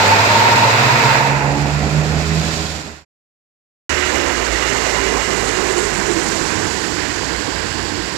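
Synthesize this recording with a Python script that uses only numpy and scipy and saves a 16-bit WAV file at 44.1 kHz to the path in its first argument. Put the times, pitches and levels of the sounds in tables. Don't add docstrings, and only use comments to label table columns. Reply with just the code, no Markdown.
import sys
import numpy as np
from scipy import signal
from scipy.fft import rfft, irfft, next_fast_len
from scipy.io import wavfile

SR = 44100
rng = np.random.default_rng(int(sys.argv[2]) if len(sys.argv) > 2 else 0)


def bounce(signal):
    frames = np.transpose(np.atleast_2d(signal))
    limited = np.clip(frames, -1, 1)
    pcm = np.round(limited * 32767).astype(np.int16)
    wavfile.write(sys.argv[1], SR, pcm)


N = 360297
T = np.arange(N) / SR
SIZE = next_fast_len(N, real=True)
FREQ = np.arange(SIZE // 2 + 1) * SR / SIZE
HIDING_S, HIDDEN_S = 1.16, 1.55
CUT_IN_S = 3.894


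def coach_firing():
    start_hz, climb_hz_per_s, gear_change_s = 101.75, 14.3, 1.27
    return start_hz + climb_hz_per_s * np.minimum(T, gear_change_s)


def coach_exhaust():
    db = -24.5 - 62 * since(HIDING_S - .08)
    near = exhaust(coach_firing(), [db - 1.5, db - 11, db - 21, db - 11.5], rough=.3)
    far_firing_hz = 103
    far = exhaust(np.full(N, 2 * far_firing_hz), [-41.5, -39.5], rough=.7)
    return near + far * ramp(HIDDEN_S, 1.82) * undb(-12 * since(2.57))


# (time [s], pitch [Hz])
HOWL_PITCH = [(0, 902), (.27, 930), (.39, 907), (.49, 942), (.6, 908), (.85, 946), (1.26, 921), (1.38, 864),
              (1.7, 845)]
# (time [s], half length [s], level change [dB])
WHISTLE_SWELLS = [(.11, 0.027, 8), (.28, .05, -4), (.46, 0.11, 7), (.65, 0.048, 5), (.81, 0.052, -6.5),
                  (1.11, .03, 2.5)]
def coach_howl():
    hz = curves(HOWL_PITCH)[0]
    swell_db, hidden = swells(WHISTLE_SWELLS), ramp(HIDING_S, HIDDEN_S)
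    whistle = whine(hz, width_hz=50, steady=4, warble=.02) * undb(swell_db - 10.5 * hidden)
    rush = whine(hz * 1.02, width_hz=91, steady=.3, warble=.02004)
    rush *= undb(-5.5 + .5 * swell_db - 2.9 * hidden)
    throb = 1 + .45 * np.sin(angle(coach_firing()) / 6)
    return (whistle + rush) * throb * undb(-23) * (1 - ramp(1.62, 1.78))


def receding(start_db, hidden_db, away_db_per_s):
    return undb(start_db - hidden_db * ramp(HIDING_S, HIDDEN_S) - away_db_per_s * T)


# (frequency [Hz], level [dB])
COACH_BLOCK_TONE = [(590, -27.5), (1000, 0.5), (1170, -5), (1410, 0.5), (1600, -3), (1810, -1),
                    (2240, -3.5), (2570, -2), (2980, -14), (3100, -28), (4030, -43), (6820, -120)]
def coach_knock():
    knock = clatter(coach_firing(), COACH_BLOCK_TONE, depth=.9, scatter_db=1.5)
    return knock * receding(-17, hidden_db=10.5, away_db_per_s=.62)


# (frequency [Hz], level [dB])
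COACH_HISS = [(1710, -20), (2900, -2.5), (3180, -3.5), (4000, 0), (4390, -2.5), (4940, -2.5), (5810, -9.5),
              (7220, -5), (9890, -25.5), (10900, -21.5), (12000, -25), (14100, -19), (15500, -20)]
def coach_spray():
    water = spray(COACH_HISS, drops_per_s=1400, drops_db=-12, flutter_db=.6)
    return water * receding(-21.5, hidden_db=25, away_db_per_s=2.5)


# (time [s], half length [s], level change [dB])
HUM_SWELLS = [(2, 0.035, 5.5), (2.38, .05, 3)]
# (time [s], half length [s], level change [dB])
BIKE_GROWLS = [(1.58, 0.05, 9), (2.24, 0.072, 2.5)]
def bike_exhaust():
    start_hz, climb_hz_per_s, sag_hz_per_s, eases_s = 56.37, 9.8, 4.7, 2.42
    hz = start_hz + climb_hz_per_s * np.minimum(T, eases_s) - sag_hz_per_s * since(eases_s)
    first_db = -27 + hold(1.78, 2.13, rise_db_per_s=24.5, fall_db_per_s=5)
    second_db = -23 + hold(.78, eases_s, rise_db_per_s=26, fall_db_per_s=36) + swells(HUM_SWELLS)
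    growl_db = -35 + hold(1.45, 2.05, rise_db_per_s=7.5, fall_db_per_s=6.5) + swells(BIKE_GROWLS)
    upper_db = [growl_db - drop for drop in (3, .5, 9, 16.5)]
    return exhaust(hz, [first_db, second_db, *upper_db], rough=.28)


# (frequency [Hz], level [dB])
BIKE_HISS = [(1710, -25.5), (2900, -1), (4000, 1.5), (4640, 2), (6230, -3.5), (7220, 2.5), (9100, -17),
             (13500, -20.5), (14500, -30.5), (15500, -38.5)]
def bike_spray():
    water = spray(BIKE_HISS, drops_per_s=1500, drops_db=-6, flutter_db=.8)
    passing, wet_road = undb(-28.5) * nearness(closest_s=2.62, pass_s=.27), undb(-34)
    return water * np.hypot(passing, wet_road)


# (frequency [Hz], level [dB])
COACH_RUMBLE = [(25, -27), (50, -15), (90, -5), (190, -3), (330, -5), (460, 0), (720, 2.5), (900, -3),
                (1150, -7.5), (1800, -55.5)]
BIKE_RUMBLE = [(25, -14), (55, 3.5), (100, 4), (200, 7), (300, 1.5), (400, 0.5), (720, 3), (950, -7),
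               (1800, -53)]
def coach_and_bike_tyres():
    tyres = blend(rumble(COACH_RUMBLE, flutter_db=0), rumble(BIKE_RUMBLE, flutter_db=2), 1.1, 2)
    return tyres * receding(-20, hidden_db=1.5, away_db_per_s=2.5)


# (time [s], firing rate [Hz])
LORRY_FIRING = [(3.9, 59.9), (4.5, 57.83), (5.1, 55.46), (5.6, 50.9), (6.3, 47.5), (6.8, 46), (7.3, 47.9),
                (8.17, 45.2)]
# (time [s], half length [s], level change [dB])
LORRY_THROBS = [(4.52, .1, 5), (5.1, .1, 1.5)]
LORRY_BOOMS = [(6.65, .17, 11), (7.8, 0.25, 8.5)]
def lorry_exhaust():
    first_db = -35.5 + hold(4.43, 5.26, rise_db_per_s=24, fall_db_per_s=4) + swells(LORRY_THROBS)
    first_db -= 8 * ramp(6.4, 6.55)
    upper_db = -40.5 + hold(4.6, 4.6, rise_db_per_s=32, fall_db_per_s=1.5)
    harmonics_db = [first_db, upper_db + swells(LORRY_BOOMS), upper_db - 4, upper_db - 10]
    return exhaust(curves(LORRY_FIRING)[0], harmonics_db, rough=.22)


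# (frequency [Hz], level [dB])
FRONT_BLOCK_TONE = [(740, -44), (1250, -4), (1980, -2), (2470, -7), (2900, -8), (3100, -13.5), (4030, -15),
                    (6820, -120)]
REAR_BLOCK_TONE = [(740, -26), (1250, -10), (1560, -1.5), (1970, -3.5), (2280, -7.5), (3100, -13),
                   (4030, -39), (6820, -120)]
def lorry_knock():
    firing_hz = curves(LORRY_FIRING)[0]
    front = clatter(firing_hz, FRONT_BLOCK_TONE, depth=.53, scatter_db=3.5)
    rear = clatter(firing_hz, REAR_BLOCK_TONE, depth=.55, scatter_db=4)
    return blend(front, rear, 5.15, 6.8) * undb(-24.5 - 2 * since(4.84))


# (frequency [Hz], level [dB])
FRONT_RUMBLE = [(25, -23), (50, -1), (90, -4), (190, -2.5), (280, 7.5), (450, 4), (580, 5), (800, 2),
                (1050, 4.5), (1300, -4), (1700, -33)]
REAR_RUMBLE = [(25, -22), (50, -20), (100, -1), (190, 4.5), (280, 4), (430, 5.5), (580, -1.5), (800, 0),
               (1050, 1.5), (1300, -7), (1700, -40)]
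def lorry_tyres():
    front, rear = rumble(FRONT_RUMBLE, flutter_db=1.62), rumble(REAR_RUMBLE, flutter_db=.7)
    return blend(front, rear, 4.88, 6.4) * undb(-25.5 - 2 * since(5.96))


# (time [s], half length [s], level change [dB])
TREAD_SWELLS = [(5.08, 0.12, 2.5), (5.25, .05, -4.5), (5.8, 0.058, 6), (5.96, 0.065, -10),
                (6.14, 0.07, 7.5), (6.6, .08, 1), (8, .1, 7)]
def lorry_tread():
    midway_hz, drop_hz, midway_s, glide_s = 350.5, 51.83, 5.91, .9
    hz = midway_hz - drop_hz * np.tanh((T - midway_s) / glide_s)
    note = whine(hz, width_hz=17, steady=2.6, warble=.008)
    broad = whine(hz * 1.13, width_hz=68, steady=.71, warble=.02)
    throb = undb(1.3 * walk(11.5))
    db = -30 + swells(TREAD_SWELLS) + hold(5, 6, rise_db_per_s=5, fall_db_per_s=.5)
    return (note + broad) * throb * undb(db) * nearness(closest_s=5.66, pass_s=.66)


# (frequency [Hz], level [dB])
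FRONT_HISS = [(1710, -12.5), (2900, -7.5), (3130, -7), (3580, -6.5), (4210, -2.5), (6060, -2.5), (7270, -1),
              (7580, -2.5), (9100, -19), (10300, -18), (12100, -26), (14100, -29), (15500, -38)]
REAR_HISS = [(1710, -19), (2900, 0.5), (3240, -2), (4060, -0.5), (4700, 3), (6180, -5), (7370, 0.5),
             (7800, -3.5), (8780, -18), (10400, -17), (12000, -28), (14800, -27), (15500, -32)]
MIST_HISS = [(5000, -56), (7000, 3.5), (8200, -3), (9200, -11.5), (11000, -22), (15000, -33)]
# (time [s], half length [s], level change [dB])
SPRAY_SWELLS = [(4.44, 0.2, -1.5), (4.7, 0.29, 1), (6, 0.17, -1), (6.33, 0.11, 0.8)]
def lorry_spray():
    front = spray(FRONT_HISS, drops_per_s=1800, drops_db=-5.5, flutter_db=.75)
    rear = spray(REAR_HISS, drops_per_s=1600, drops_db=-5, flutter_db=.16)
    water = blend(front, rear, 6.25, 7.55)
    echo_lag_s = np.interp(T, [5.45, 7.4], [.00092, .00181])
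    echo = .097 * np.interp(T - echo_lag_s, T, water)
    mist = spray(MIST_HISS, drops_per_s=2300, drops_db=6, flutter_db=2.3)
    mist *= undb(-7) * np.exp(-((T - 6) / .8) ** 2)
    return (water + echo + mist) * undb(-28 + swells(SPRAY_SWELLS) - 2 * since(6.62))


# (pitch [Hz], width [Hz], level [dB])
ARCH_NOTES = [(2019, 120, -34), (2876, 83, -37.5)]
def wheel_arches():
    rings = sum(undb(db) * whine(np.full(N, hz), width, steady=0, warble=.01)
                for hz, width, db in ARCH_NOTES)
    return rings * undb(-18 * since(5.2))


def tread_ahead():
    hz = 371 - 44 * since(CUT_IN_S)
    return whine(hz, width_hz=33, steady=2, warble=.0096) * undb(-31 - 32 * since(4.26))


# (time [s], firing rate [Hz], level [dB])
FAR_ENGINE = [(3.9, 77, -30), (4.2, 76.5, -34.5), (4.5, 76, -46), (6.3, 68.9, -42), (7.8, 58.2, -36.5),
              (8.17, 57.8, -38)]
def far_traffic():
    hz, db = curves(FAR_ENGINE)
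    return exhaust(hz, [db - 3, db - 13], rough=.56)


def exhaust(hz, harmonics_db, rough):
    phase = angle(hz)
    return sum(np.sqrt(2) * undb(db) * (1 + rough * walk(13))
               * np.sin(k * phase + rng.uniform(0, 2 * np.pi)) for k, db in enumerate(harmonics_db, 1))


def whine(hz, width_hz, steady, warble):
    phase = angle(hz * (1 + warble * walk(23.05)))
    return unit((steady + walk(width_hz)) * np.cos(phase) + walk(width_hz) * np.sin(phase))


def clatter(hz, block_tone, depth, scatter_db):
    cycle = angle(hz) / (2 * np.pi)
    strength = undb(scatter_db * rng.standard_normal(4096))[cycle.astype(int)]
    burst = strength * np.exp(-(cycle % 1) / 1.2)
    return unit(colour(noise() * (1 + depth * burst), block_tone))


def rumble(tone, flutter_db):
    return unit(colour(noise(), tone)) * undb(flutter_db * walk(13))


def spray(tone, drops_per_s, drops_db, flutter_db):
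    drops = (rng.random(N) < drops_per_s / SR) * noise()
    water = noise() + undb(drops_db) * unit(drops)
    return unit(colour(water, tone)) * undb(flutter_db * walk(25))


def undb(db):
    return 10 ** (np.asarray(db) / 20)


def unit(x):
    return x / np.sqrt(np.mean(x ** 2))


def curves(table):
    times, *columns = np.transpose(table)
    return [np.interp(T, times, column) for column in columns]


def shape(x, gain):
    return irfft(rfft(x, SIZE) * gain, SIZE)[:N]


def colour(x, tone):
    hz, db = np.transpose(tone)
    return shape(x, undb(np.interp(np.log(FREQ + 1), np.log(hz), db)))


def noise():
    return rng.standard_normal(N)


def walk(rate):
    return unit(shape(noise(), 1 / (1 + (FREQ / rate) ** 4)))


def angle(hz):
    return 2 * np.pi * np.cumsum(hz) / SR


def ramp(start, end):
    return np.clip((T - start) / (end - start), 0, 1)


def since(start):
    return np.maximum(T - start, 0)


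def hold(start, end, rise_db_per_s, fall_db_per_s):
    return -rise_db_per_s * np.maximum(start - T, 0) - fall_db_per_s * since(end)


def nearness(closest_s, pass_s):
    return 1 / np.hypot(1, (T - closest_s) / pass_s)


def swells(table):
    return sum(db * np.exp(-((T - time) / length) ** 2) for time, length, db in table)


def blend(first, second, start, end):
    share = ramp(start, end)
    return np.sqrt(1 - share) * first + np.sqrt(share) * second


def other_port(heard, unrelated):
    gap_m, sound_m_per_s = .14, 343
    likeness = np.sinc(2 * FREQ * gap_m / sound_m_per_s)
    return shape(heard, likeness) + shape(unrelated, np.sqrt(1 - likeness ** 2))


def coach_and_bike_roar():
    return coach_and_bike_tyres() + coach_knock() + coach_spray() + bike_spray() + coach_howl()


# (frequency [Hz], level [dB])
SHADED_PORT = [(150, -3.5), (900, -0.5), (2500, -3), (6200, 0), (6900, -12.5), (7300, -28.5), (9500, -13.5),
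               (15000, -20)]
def coach_and_bike_pass():
    engines = coach_exhaust() + bike_exhaust()
    roar = coach_and_bike_roar()
    shade = undb(-1 - 4.5 * ramp(.81, 1.57))
    left = shade * colour(engines + other_port(roar, coach_and_bike_roar()), SHADED_PORT)
    return np.array([left, engines + roar]) * 2 / np.sqrt(1 + shade ** 2)


# (time [s], half length [s], level change [dB])
ROAR_SWELLS = [(3.95, 0.15, 1.5), (4.42, 0.12, -1.5), (4.68, 0.1, 1), (6.55, 0.072, 2)]
def lorry_roar():
    body = (lorry_tyres() + lorry_knock() + wheel_arches()) * undb(swells(ROAR_SWELLS))
    return body + lorry_spray() + lorry_tread() + tread_ahead()


# (frequency [Hz], level [dB])
COVERED_PORT = [(45, -11.5), (120, -15), (250, -32), (600, -35), (1000, -42), (2000, -54), (4000, -57),
                (7000, -73)]
def lorry_pass():
    engines = lorry_exhaust() + far_traffic()
    roar = lorry_roar()
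    left = colour(engines + other_port(roar, lorry_roar()), COVERED_PORT)
    lag_s = .0005
    return 2 * np.array([np.interp(T - lag_s, T, left), engines + roar])


def scene():
    fade = (1 - ramp(2.52, 3.05)) ** .94
    return coach_and_bike_pass() * fade + lorry_pass() * (T >= CUT_IN_S)


def record(dry):
    ceiling, top_hz = .9, 15400
    rounded = dry / (1 + np.abs(dry / ceiling) ** 8) ** (1 / 8)
    return signal.sosfilt(signal.ellip(10, .1, 80, top_hz, fs=SR, output="sos"), rounded)


dry = scene()
out = record(dry)
bounce(out)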